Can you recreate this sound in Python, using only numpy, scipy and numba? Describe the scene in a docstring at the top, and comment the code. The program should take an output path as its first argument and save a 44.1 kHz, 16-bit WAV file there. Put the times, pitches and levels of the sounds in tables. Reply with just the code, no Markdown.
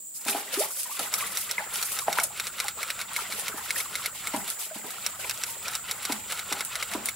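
"""Water sloshes in a plastic basin as a big glass bowl is rinsed by hand on a concrete yard.
The water is made of ringing bubbles and tiny drops. The bowl pushes out gulps of air, knocks on the
basin and rings faintly once; bangles tick against the glass. Nearby, slugs of water (small, separate
masses) slap on wet concrete. Insects hiss steadily in the greenery over a faint, distant rumble."""
import sys
import numpy as np
from scipy import signal
from scipy.fft import rfft, irfft, next_fast_len
from scipy.io import wavfile
from scipy.ndimage import uniform_filter1d
from numba import njit

SR = 44100
rng = np.random.default_rng(int(sys.argv[2]) if len(sys.argv) > 2 else 0)


def wrap_up_sound(samples):
    """Save the sound to the file named by the first command line argument, as 16-bit audio."""
    columns = np.atleast_2d(samples).T
    # keep every value between -1 and 1, then stretch to whole-number steps
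    tamed = np.clip(columns, -1, 1)
    steps = np.round(tamed * 32767).astype(np.int16)
    wavfile.write(sys.argv[1], SR, steps)


N = 315315
TIME = np.arange(N) / SR
LEFT_RIGHT = np.array([[1], [-1]])   # adds on the left, subtracts on the right

# Levels in dB are relative. A t60 is the time a sound takes to fade by 60 dB.
# hand or bowl pushes into the water: start_s, gulp_db, boom_db, gulp_t60_s, boom_hz
GULPS = [(.258, -33, -59, 0.13, 194), (0.282, -36.5, -44, 0.75, 195), (0.344, -30.5, -60, 0.14, 198),
         (0.991, -39.5, -65, 0.33, 185), (2.088, -45, -36, 0.096, 165.5), (2.189, -57, -46, 0.13, 156),
         (3.332, -47, -47, 0.047, 184), (3.539, -36, -53, 0.086, 196.5), (4.337, -21, -40, 0.084, 202),
         (4.365, -42, -34, 0.57, 197), (4.756, -34, -38.5, 0.066, 187), (4.84, -35, -46, 0.17, 180),
         (6.094, -26, -52, 0.082, 198), (6.124, -49, -37.5, 0.26, 211.5), (6.513, -32.5, -47, 0.25, 200),
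         (6.948, -22.5, -44, 0.045, 192), (6.972, -40, -41, 0.29, 222)]
# slugs of water hit the concrete: start_s, crack_db, treble_db, ping_db, pocket_db
SLAPS = [(0.2824, -22, -37, -45, -43), (0.5405, -27, -42, -42, -33), (0.9928, -28.5, -27, -45, -36),
         (1.1397, -28.5, -26, -11.5, -28), (1.208, -47, -44, -45, -27), (1.372, -32.5, -25, -16.5, -27),
         (1.5121, -33, -27, -14.5, -32), (1.757, -31, -41, -22, -45), (1.827, -27, -25, -18, -35),
         (1.9888, -27.5, -29, -20.5, -26), (2.128, -27.5, -29, -17.5, -26), (2.199, -27, -31, -20, -20),
         (2.398, -25, -34, -23, -27), (2.469, -28.5, -42, -27, -32), (2.601, -22.5, -40, -19.5, -22.5),
         (2.682, -26, -31, -23, -22), (2.83, -29.5, -31, -23, -22), (2.9026, -25, -35, -27, -23),
         (3.0133, -30.5, -32, -38, -24), (3.163, -28.5, -26.5, -32, -21), (3.323, -30.5, -42, -34, -24),
         (3.4815, -30, -28.5, -27, -26), (3.706, -24.5, -28.5, -35, -17.5), (3.802, -29, -31, -38, -24),
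         (3.954, -29.5, -27, -25, -19), (4.059, -27.5, -25, -32, -18), (4.2713, -30.5, -29.5, -28, -20),
         (4.4778, -44, -31, -40, -48), (4.9052, -51, -31.5, -43, -50), (5.064, -25.5, -27, -12, -44),
         (5.296, -29, -29, -16.5, -31), (5.4366, -27.5, -34, -15, -32), (5.6817, -33, -30, -23, -40),
         (5.7521, -29, -28, -16.5, -34), (5.912, -26, -27, -19, -29), (6.0519, -26, -29, -19, -31),
         (6.122, -29.5, -25.5, -23, -24), (6.322, -27, -33, -20, -31), (6.3928, -31, -32, -32, -31),
         (6.5254, -22.5, -33, -18.5, -22), (6.607, -27, -36, -23, -20), (6.755, -29, -31, -27, -21),
         (6.826, -27.5, -31.5, -36, -22), (6.936, -30, -34, -24, -27), (7.0866, -29.5, -25.5, -33, -22.5)]
# the tone of a slap: pitch_hz, level_db
SLAP_COLOUR = [(150, -41), (500, -11), (900, -26), (1380, -6), (1700, -12), (2600, -7.5), (3200, -16),
               (3750, -5.5), (5000, -12), (5700, -11.5), (6400, -14.5), (7300, -9.5), (8800, -12.5),
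               (10000, -8.5), (12300, -12), (13300, -19), (16000, -24)]
# how much water comes with the slaps: time_s, level_db
FLOW = [(1.0, -6.5), (1.4, -2), (2.7, -1), (4.27, -0.5), (4.9, -15), (5.1, -6.5), (5.7, -1), (6.1, -2),
        (6.55, 1.5), (7.1, -2)]


def sloshing(fizz_share=0.6, mist_share=0.61, flung_db=-13.5):
    """Big bubbles churn, small ones tinkle, drops splash and spray, and a few flung drops tick."""
    # the tone of each layer of water: pitch_hz, level_db
    churn_tone = [(125, -9), (190, 4), (260, -13.5), (450, 3), (650, 4), (900, -20.5)]
    bubbling_tone = [(450, -12), (750, 1.5), (1050, 2.5), (1380, 4.5), (1700, 0), (2200, 4)]
    splash_tone = [(1400, -7), (2100, 6), (2600, 7), (3200, 6.5), (3800, 5.5), (5700, -1.5), (6500, -2.5),
                   (9000, -4)]
    spray_tone = [(5000, 5.6), (7000, 4.8), (10000, 11.3), (12000, 8), (13500, 6.1), (16000, 2)]
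    bubble_power, splash_power, spray_power = water_motion()
    big = froth(179.6, 725, per_s=300, cycles=20.0, spread_db=2.0)
    churn = water_layer(big, churn_tone, bubble_power, level_db=-13.5, smooth=0.13, flutter_db=-3.5)
    small = froth(643.5, 2027, per_s=500, cycles=65, spread_db=3.0)
    tinkle = water_layer(small, bubbling_tone, bubble_power, level_db=-3.06, smooth=1.43, flutter_db=2)
    drops = droplets(per_s=1200, spread_db=0.0)
    drops += fizz_share * froth(1798, 6030, per_s=900, cycles=66, spread_db=2.5)
    splash = water_layer(drops, splash_tone, splash_power, level_db=-3.0, smooth=1.0, flutter_db=2.0)
    mist = droplets(per_s=8200, spread_db=0.5)
    mist += mist_share * froth(6080, 15190, per_s=990, cycles=250, spread_db=3.0)
    spray = water_layer(mist, spray_tone, spray_power, level_db=3.0, smooth=0.45, flutter_db=2.5)
    flung = low_cut(droplets(per_s=130, spread_db=1.5), hz=1800)
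    flung *= np.sqrt(splash_power[0] + spray_power[0]) * from_db(flung_db)   # from the basin only
    return churn + tinkle + splash + spray + flung


def water_motion(attack_s=0.009, t60=0.34, surge_rise_s=0.067, surge_fall_s=0.028):
    """Power of bubbling, splash and spray: the basin laps and sloshes, the puddle surges at each slap."""
    # hand and bowl slosh the water: start_s, hold_s, bubbling_db, splash_db, spray_db
    sloshes = [(0.151, 0.014, -75, -60, -41.5), (0.275, 0.024, -41, -33, -34),
               (.335, 0.053, -38.5, -38, -40), (0.436, 0.11, -53, -45, -52),
               (0.53, 0.038, -38.5, -35, -35.5), (0.599, 0.047, -40, -37.5, -33.5),
               (0.7, 0.075, -62, -56, -39.5), (0.77, 0.051, -56, -40.5, -35),
               (0.85, 0.025, -47.5, -45, -55), (0.915, 0.025, -55, -39, -39.5),
               (0.999, 0.039, -35, -36, -38.5), (1.133, 0.11, -37.5, -39.5, -36.5),
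               (1.326, 0.1, -60, -40.5, -37), (1.525, 0.061, -60, -41.5, -54),
               (1.59, 0.016, -35.5, -39.5, -43), (1.743, 0.25, -44, -39, -37),
               (2.075, 0.014, -36, -59, -43), (2.158, 0.039, -39, -34.5, -37),
               (2.532, 0.015, -52, -43, -49), (2.623, .015, -41, -42, -48), (2.777, 0.032, -38, -44, -54),
               (2.964, 0.02, -52, -50, -58), (3.09, .02, -43, -44, -60), (3.173, 0.056, -44.5, -38, -42),
               (3.335, 0.083, -45.5, -39, -40), (3.582, 0.075, -49, -43, -44.5),
               (3.658, 0.0078, -62, -45, -48), (3.76, 0.045, -45, -38, -34.5),
               (3.974, 0.036, -43.5, -39, -41.5), (4.153, 0.038, -53.5, -42, -47),
               (4.305, .02, -44, -41.5, -50), (4.34, 0.027, -38, -39, -39.5),
               (4.486, 0.012, -43, -38, -38.5), (4.595, 0.039, -45, -38.5, -37.5),
               (4.75, 0.012, -41.5, -41.5, -46), (4.846, 0.12, -50.5, -43.5, -49),
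               (5.047, 0.011, -41, -39, -46), (5.2, 0.087, -39, -39, -44.5),
               (5.346, 0.0093, -62, -43.5, -47), (5.47, 0.031, -45, -41, -42),
               (5.65, 0.08, -41.5, -44, -52), (5.946, 0.042, -43.5, -48, -47),
               (6.087, 0.074, -41.5, -40.5, -44), (6.198, .02, -44, -54, -57),
               (6.307, 0.026, -60, -43, -45), (6.468, 0.035, -47, -58, -59), (6.67, 0.031, -55, -52, -61),
               (6.918, 0.034, -36.5, -39, -45), (7.013, 0.044, -49, -41, -60)]
    # how strongly the stirred water keeps lapping: time_s, level_db
    stirred = [(.1, -19.5), (.3, 10), (.95, -2), (1.3, 9.5), (2.2, 2), (2.7, -6.5), (3.5, 11.5),
               (4.4, -1.5), (5.1, 8), (5.8, 4), (7.15, 2.5)]
    lapping_db, surge_db = (-52.5, -56.5, -59), (-42, -37, -46)   # each: bubbling, splash, spray
    basin = from_db(np.array(lapping_db)[:, None] + at_time(stirred, TIME)) ** 2
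    t = TIME[:SR] - .1
    for s, hold_s, *levels_db in sloshes:
        shape = np.exp(-(np.minimum(t, 0) / attack_s) ** 2) * fade(np.maximum(t - hold_s, 0), t60)
        add(basin, s + t[0], np.outer(from_db(levels_db), shape) ** 2)
    puddle, t = np.zeros((3, N)), TIME[:SR // 2] - .25
    shape = np.exp(-(t / np.where(t < 0, surge_rise_s, surge_fall_s)) ** 2)
    surge = np.outer(from_db(surge_db), shape)
    for s, *_ in SLAPS:
        add(puddle, s + t[0], (surge * from_db(at_time(FLOW, s))) ** 2)
    return np.stack([basin, puddle], axis=1)


def water_layer(grains, tone, power, level_db, smooth, flutter_db, puddle_width=0.15):
    """Bubbles or drops over a smooth hiss flutter as the surface breaks; the puddle sounds narrow."""
    basin, puddle = power
    wash, side = rng.standard_normal((2, N))
    mid = rms_one(colour(grains + smooth * wash, tone)) * np.sqrt(basin + puddle)
    side = rms_one(colour(side, tone)) * np.sqrt(basin + puddle_width ** 2 * puddle)
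    return widen(mid, side) * from_db(level_db + flutter_db * drift(per_s=70))


def droplets(per_s, spread_db):
    """Drops land at random moments; more spread makes their sizes more unequal."""
    sizes = from_db(spread_db * np.minimum(rng.exponential(1, N), 4)) * rng.choice([-1, 1], N)
    return rms_one(sizes * (rng.random(N) < per_s / SR))


def froth(low_hz, high_hz, per_s, cycles, spread_db, rise=0.14):
    """Bubbles are born at random, each with its own pitch."""
    births, place = droplets(per_s, spread_db), rng.random(N)
    starts = np.flatnonzero(births)
    pitches = low_hz * (high_hz / low_hz) ** place[starts]
    return rms_one(ring_bubbles(starts, pitches, births[starts] * pitches, float(cycles), rise, SR, N))


@njit
def ring_bubbles(starts, pitches, sizes, cycles, rise, rate, length):
    """Each bubble fades by 60 dB over about `cycles` swings while its pitch climbs by the share `rise`."""
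    out = np.zeros(length)
    for start, hz, size in zip(starts, pitches, sizes):
        span, step = int(cycles * rate / hz), 2 * np.pi * hz / rate
        state = size + 0j
        turn = np.exp(1j * step - np.log(1000) / span)   # spins and shrinks the state: a fading tone
        bend = np.exp(1j * step * rise / span)
        for i in range(start, min(start + span, length)):
            out[i] += state.real
            state *= turn
            turn *= bend
    return out


def plops(attack_cycles=1.53, ring_cycles=52.4, waver=0.078, wobble=0.045, top_octaves=0.77, lag_s=7e-5):
    """Single air bubbles ring with a wobbling, gliding pitch; big, low ones ring longer."""
    # air bubbles: start_s, pitch_hz, level_db, rise_octaves_per_s (below zero, the pitch falls)
    bubbles = [(0.332, 268, -43, 3), (.347, 737, -24, -3), (0.355, 1050, -37, 8), (0.571, 322.4, -20, 17.5),
               (.603, 517, -19, 32), (.652, 1057, -33, 4), (.856, 985, -34, -1), (.895, 920, -32, 4),
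               (0.913, 1210, -30, -8), (0.945, 1130, -35, 2), (.995, 727, -27, -3.5),
               (1.224, 1060, -22.5, 16), (1.24, 1900, -24, 16), (1.205, 2450, -20.5, 16),
               (1.581, 2120, -12.5, 13), (1.581, 973, -34, 11), (1.62, 864, -28, 8.5), (1.596, 870, -29, 0),
               (1.908, 726, -46, 15), (2.018, 1125, -27.5, -3), (2.11, 758, -32, -10.5),
               (2.172, 917, -19, -3), (2.205, 720, -28, -5), (2.237, 625, -33.5, -9.5),
               (2.304, 733, -36, 38), (2.644, 840, -29.5, -1), (2.785, 1074, -34, 9),
               (3.179, 932, -31.5, 0), (3.189, 1310, -21, 6), (3.575, 900, -31, -3), (3.58, 1230, -29, 5),
               (3.608, 1040, -32, -3), (3.76, 1940, -18.5, -10), (3.857, 1200, -30, -3),
               (4.017, 1065, -31.5, 2), (4.709, 620, -32, 1), (4.982, 1310, -30, -2), (5.245, 944, -33, -7),
               (5.244, 2300, -22, 7)]
    out, t = np.zeros((2, N)), TIME[:SR // 5]
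    loudness = 1 + waver * drift(per_s=320)
    shiver = 1 + wobble * drift(per_s=340)
    for s, hz, level_db, rise in bubbles:
        pitch = hz * 2 ** np.minimum(rise * t, top_octaves) * np.interp(s + t, TIME, shiver)
        swell = 1 - np.exp(-(t * hz / attack_cycles) ** 2)
        cycles = np.cumsum(pitch) / SR + hz * lag_s * LEFT_RIGHT / 2   # the left ear hears it first
        add(out, s, from_db(level_db) * np.sin(2 * np.pi * cycles) * fade(t, ring_cycles / hz) * swell)
    return out * loudness


def gulps(attack_s=0.0021, boom_waver=0.09, boom_t60=0.28):
    """Trapped air bursts out under the bowl and the basin booms, its pitch swaying with the water."""
    # the pitches a gulp brings out: pitch_hz, width_hz, level_db
    bands = [(264, 41, 1.5), (356, 160, -6.5), (396.4, 17.4, 10.5), (622, 110, -2.5), (842, 154, 8),
             (1110, 510, -48)]
    bursts, boom, t = np.zeros(N), np.zeros(N), TIME[:SR // 3]
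    swell = 1 - np.exp(-t / attack_s)
    sway = 1 + boom_waver * drift(per_s=90)
    for s, gulp_db, boom_db, t60, boom_hz in GULPS:
        add(bursts, s, from_db(gulp_db - 2.5) * swell * fade(t, t60))
        phase = 2 * np.pi * boom_hz * np.cumsum(np.interp(s + t, TIME, sway)) / SR
        add(boom, s, from_db(boom_db) * swell * fade(t, boom_t60) * np.sin(phase))
    air = sum(from_db(db) * resonate(rng.standard_normal(N), hz, width) for hz, width, db in bands)
    even_air = air / np.sqrt(uniform_filter1d(air ** 2, size=600) + 1e-12)
    return low_cut(bursts * even_air + boom, hz=79)


def glugs(cavity_hz=345, t60=0.032, cavity_db=6, upper_ratio=1.96, upper_db=-8,
          sag_octaves_per_s=9, attack_s=0.0026, delay_s=0.00275):
    """The big air cavity of each gulp rings for a moment and sags in pitch."""
    out, t = np.zeros(N), TIME[:SR // 8]
    swell = 1 - np.exp(-(t / attack_s) ** 2)
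    for s, gulp_db, *_ in GULPS:
        pitch = cavity_hz * rng.normal(0.95, 0.043) * 2 ** (-sag_octaves_per_s * t)
        phase = 2 * np.pi * np.cumsum(pitch) / SR
        tone = np.sin(phase) + from_db(upper_db) * np.sin(upper_ratio * phase)
        add(out, s + delay_s, from_db(gulp_db + cavity_db) * tone * fade(t, t60) * swell)
    return out


def knocks(reach_octaves=0.16):
    """The bowl knocks on the basin: a soft contact rings its low notes, a hard one the higher ones."""
    # contacts with the basin: start_s, level_db, contact_hz
    contacts = [(2.082, -7, 705), (2.1866, -2.5, 1644)]
    # notes of a knock, cut short by the water: pitch_hz, level_db, t60_s
    notes = [(605, -35, .022), (740, 1, 0.014), (1050, -9, .008), (1450, 2.5, 0.009), (1900, 4, 0.005),
             (2630, -13, .003), (3700, -7, .002)]
    out, t = np.zeros(N), TIME[:SR // 10]
    for s, level_db, contact_hz in contacts:
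        for hz, note_db, t60 in notes:
            share = 1 / (1 + (np.log2(hz / contact_hz) / reach_octaves) ** 4)
            add(out, s, from_db(level_db + note_db) * share * ring(t, hz, t60))
    return low_cut(low_cut(out, hz=380), hz=380)


def bowl_ring(attack_s=0.0043, waver=0.26):
    """Free for a moment, the glass holds a faint note that wavers as water washes over it."""
    # a hand lets go: start_s, level_db
    releases = [(5.483, -36.5)]
    # notes of the free bowl: pitch_hz, level_db, t60_s
    notes = [(920, -2, 0.46), (950, -9, .2), (1065, -7, 0.23)]
    out, t = np.zeros(N), TIME[:SR // 2]
    tone = sum(from_db(db) * ring(t, hz, t60) for hz, db, t60 in notes)
    for s, level_db in releases:
        add(out, s, from_db(level_db) * tone * (1 - np.exp(-t / attack_s)))
    return out * (1 + waver * drift(per_s=80))


def bangle_ticks(click_db=-7, click_t60=0.0058, jingle_db=-11, jingle_t60=0.12):
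    """Bangles hit the wet glass with a hard click and a few high notes, then jingle on briefly."""
    # hits on the glass: start_s, level_db
    hits = [(0.297, -10.5), (0.8325, -15.5), (1.8142, -16), (2.234, -12), (2.237, -9.5), (2.24, -10),
            (2.4755, -25), (2.481, -23), (2.643, -21), (3.1335, -19.5), (3.397, -14), (4.363, -16.5),
            (4.445, -23.5), (4.502, -12), (6.6497, -14), (7.0577, -10.5)]
    # notes of a tick: pitch_hz, level_db, t60_s
    notes = [(7900, -14, 0.0071), (8500, -44, 0.0073), (9700, -19, 0.0085), (9420, -12, 0.015),
             (9950, -19, 0.018), (11800, -13, 0.0087), (14200, -32, .006)]
    out, t = np.zeros((2, N)), TIME[:SR // 10]
    for s, level_db in hits:
        click, noise = rng.standard_normal((2, 2, len(t)))
        jingle = resonate(noise, hz=9000, width_hz=2800)
        add(out, s, from_db(level_db + click_db) * click * fade(t, click_t60))
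        add(out, s, from_db(level_db + jingle_db) * jingle * fade(t, jingle_t60))
        for hz, note_db, t60 in notes:
            ear_gains = from_db(level_db + note_db + rng.normal(0, 2.2, (2, 1)))
            add(out, s, ear_gains * ring(t, hz * rng.normal(1, 0.012), t60))
    return low_cut(out, hz=2200)


def single_drops(t60=0.015, boost_db=6, width=0.35):
    """Each drop smacks on the water with a very short crack and a bright tip."""
    # drops landing: start_s, crack_db, treble_db
    drops = [(0.251, -46, -31), (.2744, -43, -38), (.5857, -42, -36), (1.0304, -38, -35),
             (1.3515, -35, -42), (1.3884, -44, -31), (1.7477, -39, -37), (1.9196, -31, -28),
             (5.246, -36, -42), (5.3102, -23, -30), (5.3756, -32, -39)]
    cracks, treble, t = np.zeros((2, N)), np.zeros((2, N)), TIME[:SR // 40]
    for s, crack_db, treble_db in drops:
        mid, side = np.sign(rng.standard_normal((2, len(t)))) * fade(t, t60)
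        burst = mid + width * side * LEFT_RIGHT
        add(cracks, s, from_db(crack_db + boost_db) * burst)
        add(treble, s, from_db(treble_db + boost_db) * burst)
    return low_cut(high_cut(cracks - treble, hz=6000) + treble, hz=1300)


def slaps(attack_s=0.00023, boost_db=3, tail_db=-23, width=0.11, treble_width=0.44,
          rebound_s=0.00487, rebound_rise_s=0.00052, rebound_db=-7, rebound_treble_db=3,
          pocket_hz=2160, pocket_t60=0.022, pocket_waver=0.16, pocket_echo_db=-3):
    """Water cracks twice on concrete; a hard hit pings, a hollow one rings the air pocket under it."""
    # a slap's short ring and a hard slap's ping: pitch_hz, level_db, t60_s
    slap_notes = [(1370, -13.5, 0.025)]
    ping_notes = [(3850, -25, 0.019), (5660, -1, 0.0091), (7580, -1.5, 0.0079), (11800, -11, .008)]
    cracks, treble, rings, pocket = np.zeros((2, N)), np.zeros((2, N)), np.zeros(N), np.zeros(N)
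    t = TIME[:SR // 16]
    swell = 1 - np.exp(-t / attack_s)
    first = rms_one(swell * (fade(t, t60=0.019) + from_db(tail_db) * fade(t, t60=0.27)))
    for s, crack_db, treble_db, ping_db, pocket_db in SLAPS:
        # the rest of the slug lands just after, softer and brighter
        late = np.maximum(t - rebound_s * rng.normal(1, 0.035), 0)
        late_swell = 1 - np.exp(-(late / rebound_rise_s) ** 2)
        second = rms_one(late_swell * fade(late, t60=0.014)) * from_db(rebound_db)
        crack_shape = np.hypot(first, second) * from_db(crack_db)
        treble_shape = np.hypot(first, second * from_db(rebound_treble_db)) * from_db(treble_db)
        mid, side = np.sign(rng.standard_normal((2, len(t)))) * from_db(boost_db)
        add(cracks, s, (mid + width * side * LEFT_RIGHT) * crack_shape)
        add(treble, s, (mid + treble_width * side * LEFT_RIGHT) * treble_shape)
        glide = pocket_hz * rng.normal(1, 0.021) * (1 + rng.normal(0, 2.7) * t)
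        add(pocket, s, from_db(pocket_db) * swell * ring(t, glide, pocket_t60 * rng.uniform(0.77, 1.25)))
        for notes, strength_db in ((slap_notes, crack_db), (ping_notes, ping_db)):
            for hz, note_db, t60 in notes:
                add(rings, s, from_db(strength_db + note_db) * ring(t, hz * rng.normal(1, 0.012), t60))
    smacks = high_cut(cracks - treble, hz=8000) + treble   # lows from cracks, highs from treble
    pocket *= 1 + pocket_waver * drift(per_s=500)
    return colour(smacks, SLAP_COLOUR) + rings + pocket + echoes(from_db(pocket_echo_db) * pocket[None])


def spatter(lead_s=0.026, patter_db=-24.5, gurgle_db=-44.5, gurgle_s=0.053, width=0.13):
    """Small drops patter just ahead of each slug, and the puddle gurgles around it."""
    patter, stir = np.zeros(N), np.zeros(N)
    for s, *_ in SLAPS:
        flow_db = at_time(FLOW, s)
        near = slice(max(0, int((s - .15) * SR)), int((s + .15) * SR))
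        t = TIME[near] - s
        just_before = np.clip((t + lead_s) / 0.0027, 0, 1) * np.clip((.003 - t) / 0.0014, 0, 1)
        patter[near] += from_db(flow_db + patter_db) * just_before
        stir[near] += from_db(flow_db + gurgle_db) * np.exp(-(t / gurgle_s) ** 2)
    drops = droplets(per_s=4000, spread_db=9.0) + width * rng.standard_normal(N) * LEFT_RIGHT
    gurgle = stir * froth(1250, 1420, per_s=1800, cycles=27.5, spread_db=3.5)
    return colour(patter * high_cut(drops, hz=7000), SLAP_COLOUR) + gurgle


def echoes(x, scatter_t60=0.0088, width=0.29):
    """The rough wall and ground send back smeared copies within a few milliseconds."""
    # bounces off wall and ground: delay_s, level_db
    bounces = [(.0052, -13), (0.011, -25)]
    response, t = np.zeros((2, SR // 20)), TIME[:SR // 100]
    for delay_s, level_db in bounces:
        mid, side = rng.standard_normal((2, len(t))) * fade(t, scatter_t60)
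        smear = rms_one(mid + width * side * LEFT_RIGHT) / np.sqrt(len(t))
        add(response, delay_s, from_db(level_db) * smear)
    return signal.fftconvolve(x, response, axes=-1)[:, :N]


def yard_tail(x, t60, level_db, dull_hz):
    """Many small echoes from wall, floor and clutter blur into a short tail."""
    t = TIME[:SR // 4]
    tail = rng.standard_normal((2, len(t))) * fade(t, t60) * np.clip(t / 0.0037, 0, 1)
    tail = high_cut(rms_one(tail) / np.sqrt(len(t)), dull_hz)
    return from_db(level_db) * signal.fftconvolve(x, tail, axes=-1)[:, :N]


def insects(main_db=-42.0, octave_db=-46.5, main_pan_db=-1.0, octave_pan_db=2.5, flicker_db=1.3):
    """A chorus of insects hisses from all sides; its upper band is stronger on the left."""
    # the main hiss and the band an octave above: pitch_hz, level_db
    main_tone = [(6400, -24.5), (6800, -4.5), (7300, 2), (7750, 2), (8400, -3.5), (9200, -13)]
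    octave_tone = [(12900, -24), (13700, -4.5), (14800, -5), (15700, -2.5)]
    main = rms_one(colour(rng.standard_normal((2, N)), main_tone))
    main *= from_db(main_db + main_pan_db * LEFT_RIGHT)
    octave = rms_one(colour(rng.standard_normal((2, N)), octave_tone))
    octave *= from_db(octave_db + octave_pan_db * LEFT_RIGHT)
    return (main + octave) * from_db(flicker_db * drift(per_s=24))


def outdoors(air_db=-63):
    """A distant rumble comes and goes under the faint, steady sound of the open air."""
    # the tone of the rumble and of the air: pitch_hz, level_db
    rumble_tone = [(36, -4), (50, -0.5), (80, 1), (120, 3.5), (200, -2), (400, -8.5)]
    air_tone = [(100, -10.5), (170, 4), (250, 0.5), (400, -3.5), (750, -5), (1400, -15), (5000, -5.5)]
    # how loud the rumble is: time_s, level_db
    rumble_level = [(0, -81), (.6, -70), (.95, -74), (1.06, -60.5), (4.4, -58), (4.6, -71), (4.9, -71),
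                    (5.0, -58.5), (7.15, -57.5)]
    rumble = rms_one(colour(widen(*rng.standard_normal((2, N))), rumble_tone))
    air = rms_one(colour(widen(*rng.standard_normal((2, N))), air_tone))
    return rumble * from_db(at_time(rumble_level, TIME)) + air * from_db(air_db)


def widen(mid, side):
    """Two unrelated signals become a stereo pair, alike in the bass and looser in the treble."""
    # how alike left and right are: pitch_hz, likeness (0 to 1)
    likeness = [(100, 0.97), (300, 0.88), (600, 0.85), (1500, 0.61), (3500, 0.6), (7000, 0.02),
                (15000, 0.027)]
    size = next_fast_len(N) // 2 * 2
    alike = np.clip(at_hz(likeness, np.arange(size // 2 + 1) * SR / size), 0, 1)
    pair = np.sqrt(1 + alike) * rfft(mid, size) + np.sqrt(1 - alike) * rfft(side, size) * LEFT_RIGHT
    return irfft(pair)[:, :N] / np.sqrt(2)


def colour(x, tone):
    """Filter a sound to the given tone, falling steeply past the table's ends."""
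    size = next_fast_len(x.shape[-1] + 4096) // 2 * 2
    hz = np.arange(size // 2 + 1) * SR / size + 1
    octaves_outside = np.maximum(0, np.maximum(np.log2(tone[0][0] / hz), np.log2(hz / tone[-1][0])))
    gain = from_db(at_hz(tone, hz) - 24 * np.minimum(octaves_outside, 2))
    # minimum phase: the filter rings after a hit, never before it
    cepstrum = irfft(np.log(gain))
    cepstrum[1:size // 2] *= 2
    cepstrum[size // 2 + 1:] = 0
    return irfft(rfft(x, size) * np.exp(rfft(cepstrum)))[..., :x.shape[-1]]


def resonate(x, hz, width_hz):
    """Let through a band around one pitch."""
    r = np.exp(-np.pi * width_hz / SR)
    feedback = [1, -2 * r * np.cos(2 * np.pi * hz / SR), r * r]
    return signal.lfilter(np.array([1, 0, -1]) * (1 - r * r) / 2, feedback, x + 1e-18)


def low_cut(x, hz):
    """Remove the bass, which small sources cannot give off."""
    return signal.sosfilt(signal.butter(2, hz, "high", fs=SR, output="sos"), x + 1e-18)


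def high_cut(x, hz):
    """Gently dull the treble."""
    return signal.lfilter(*signal.butter(1, hz, fs=SR), x)


def drift(per_s):
    """A random wander of typical size 1."""
    knots = rng.standard_normal(4000)
    return rms_one(np.interp(TIME * per_s, np.arange(len(knots)), knots))


def ring(t, hz, t60):
    """A pure tone dying away."""
    return np.sin(2 * np.pi * hz * t) * fade(t, t60)


def fade(t, t60):
    """Fall by 60 dB every t60 seconds."""
    return 1000.0 ** (-t / t60)


def from_db(db):
    """Decibels to gain."""
    return 10 ** (np.asarray(db) / 20)


def rms_one(x):
    """Scale to an average power of 1."""
    return x / np.sqrt(np.mean(x ** 2) + 1e-20)


def at_time(points, s):
    """Read a curve at time s."""
    return np.interp(s, *np.transpose(points))


def at_hz(points, hz):
    """Read a curve at a pitch, with octaves evenly spaced."""
    pitches, values = np.transpose(points)
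    return np.interp(np.log(hz + 1), np.log(pitches), values)


def add(out, s, sound):
    """Mix a sound in at time s."""
    start = max(0, round(s * SR))
    out[..., start:start + sound.shape[-1]] += sound[..., :N - start]


def scene():
    """The basin stands straight ahead, beside a wall that carries its low notes on."""
    hollow = low_cut(plops() + from_db(0.5) * gulps() + glugs() + knocks() + bowl_ring(), hz=89)
    basin = hollow + bangle_ticks() + single_drops()
    splats = low_cut(slaps(), hz=540)
    space = from_db(3.5) * echoes(basin)
    space += yard_tail(hollow, t60=0.29, level_db=-7.5, dull_hz=2540)
    space += yard_tail(splats, t60=0.027, level_db=-7, dull_hz=6000)
    return sloshing() + basin + splats + low_cut(spatter(), hz=300) + space + insects() + outdoors()


def record(dry, cutoff_hz=15700):
    """The very highest treble is cut off."""
    return signal.sosfilt(signal.ellip(10, .2, 80, cutoff_hz, fs=SR, output="sos"), dry)


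dry = scene()
out = record(dry)
wrap_up_sound(out)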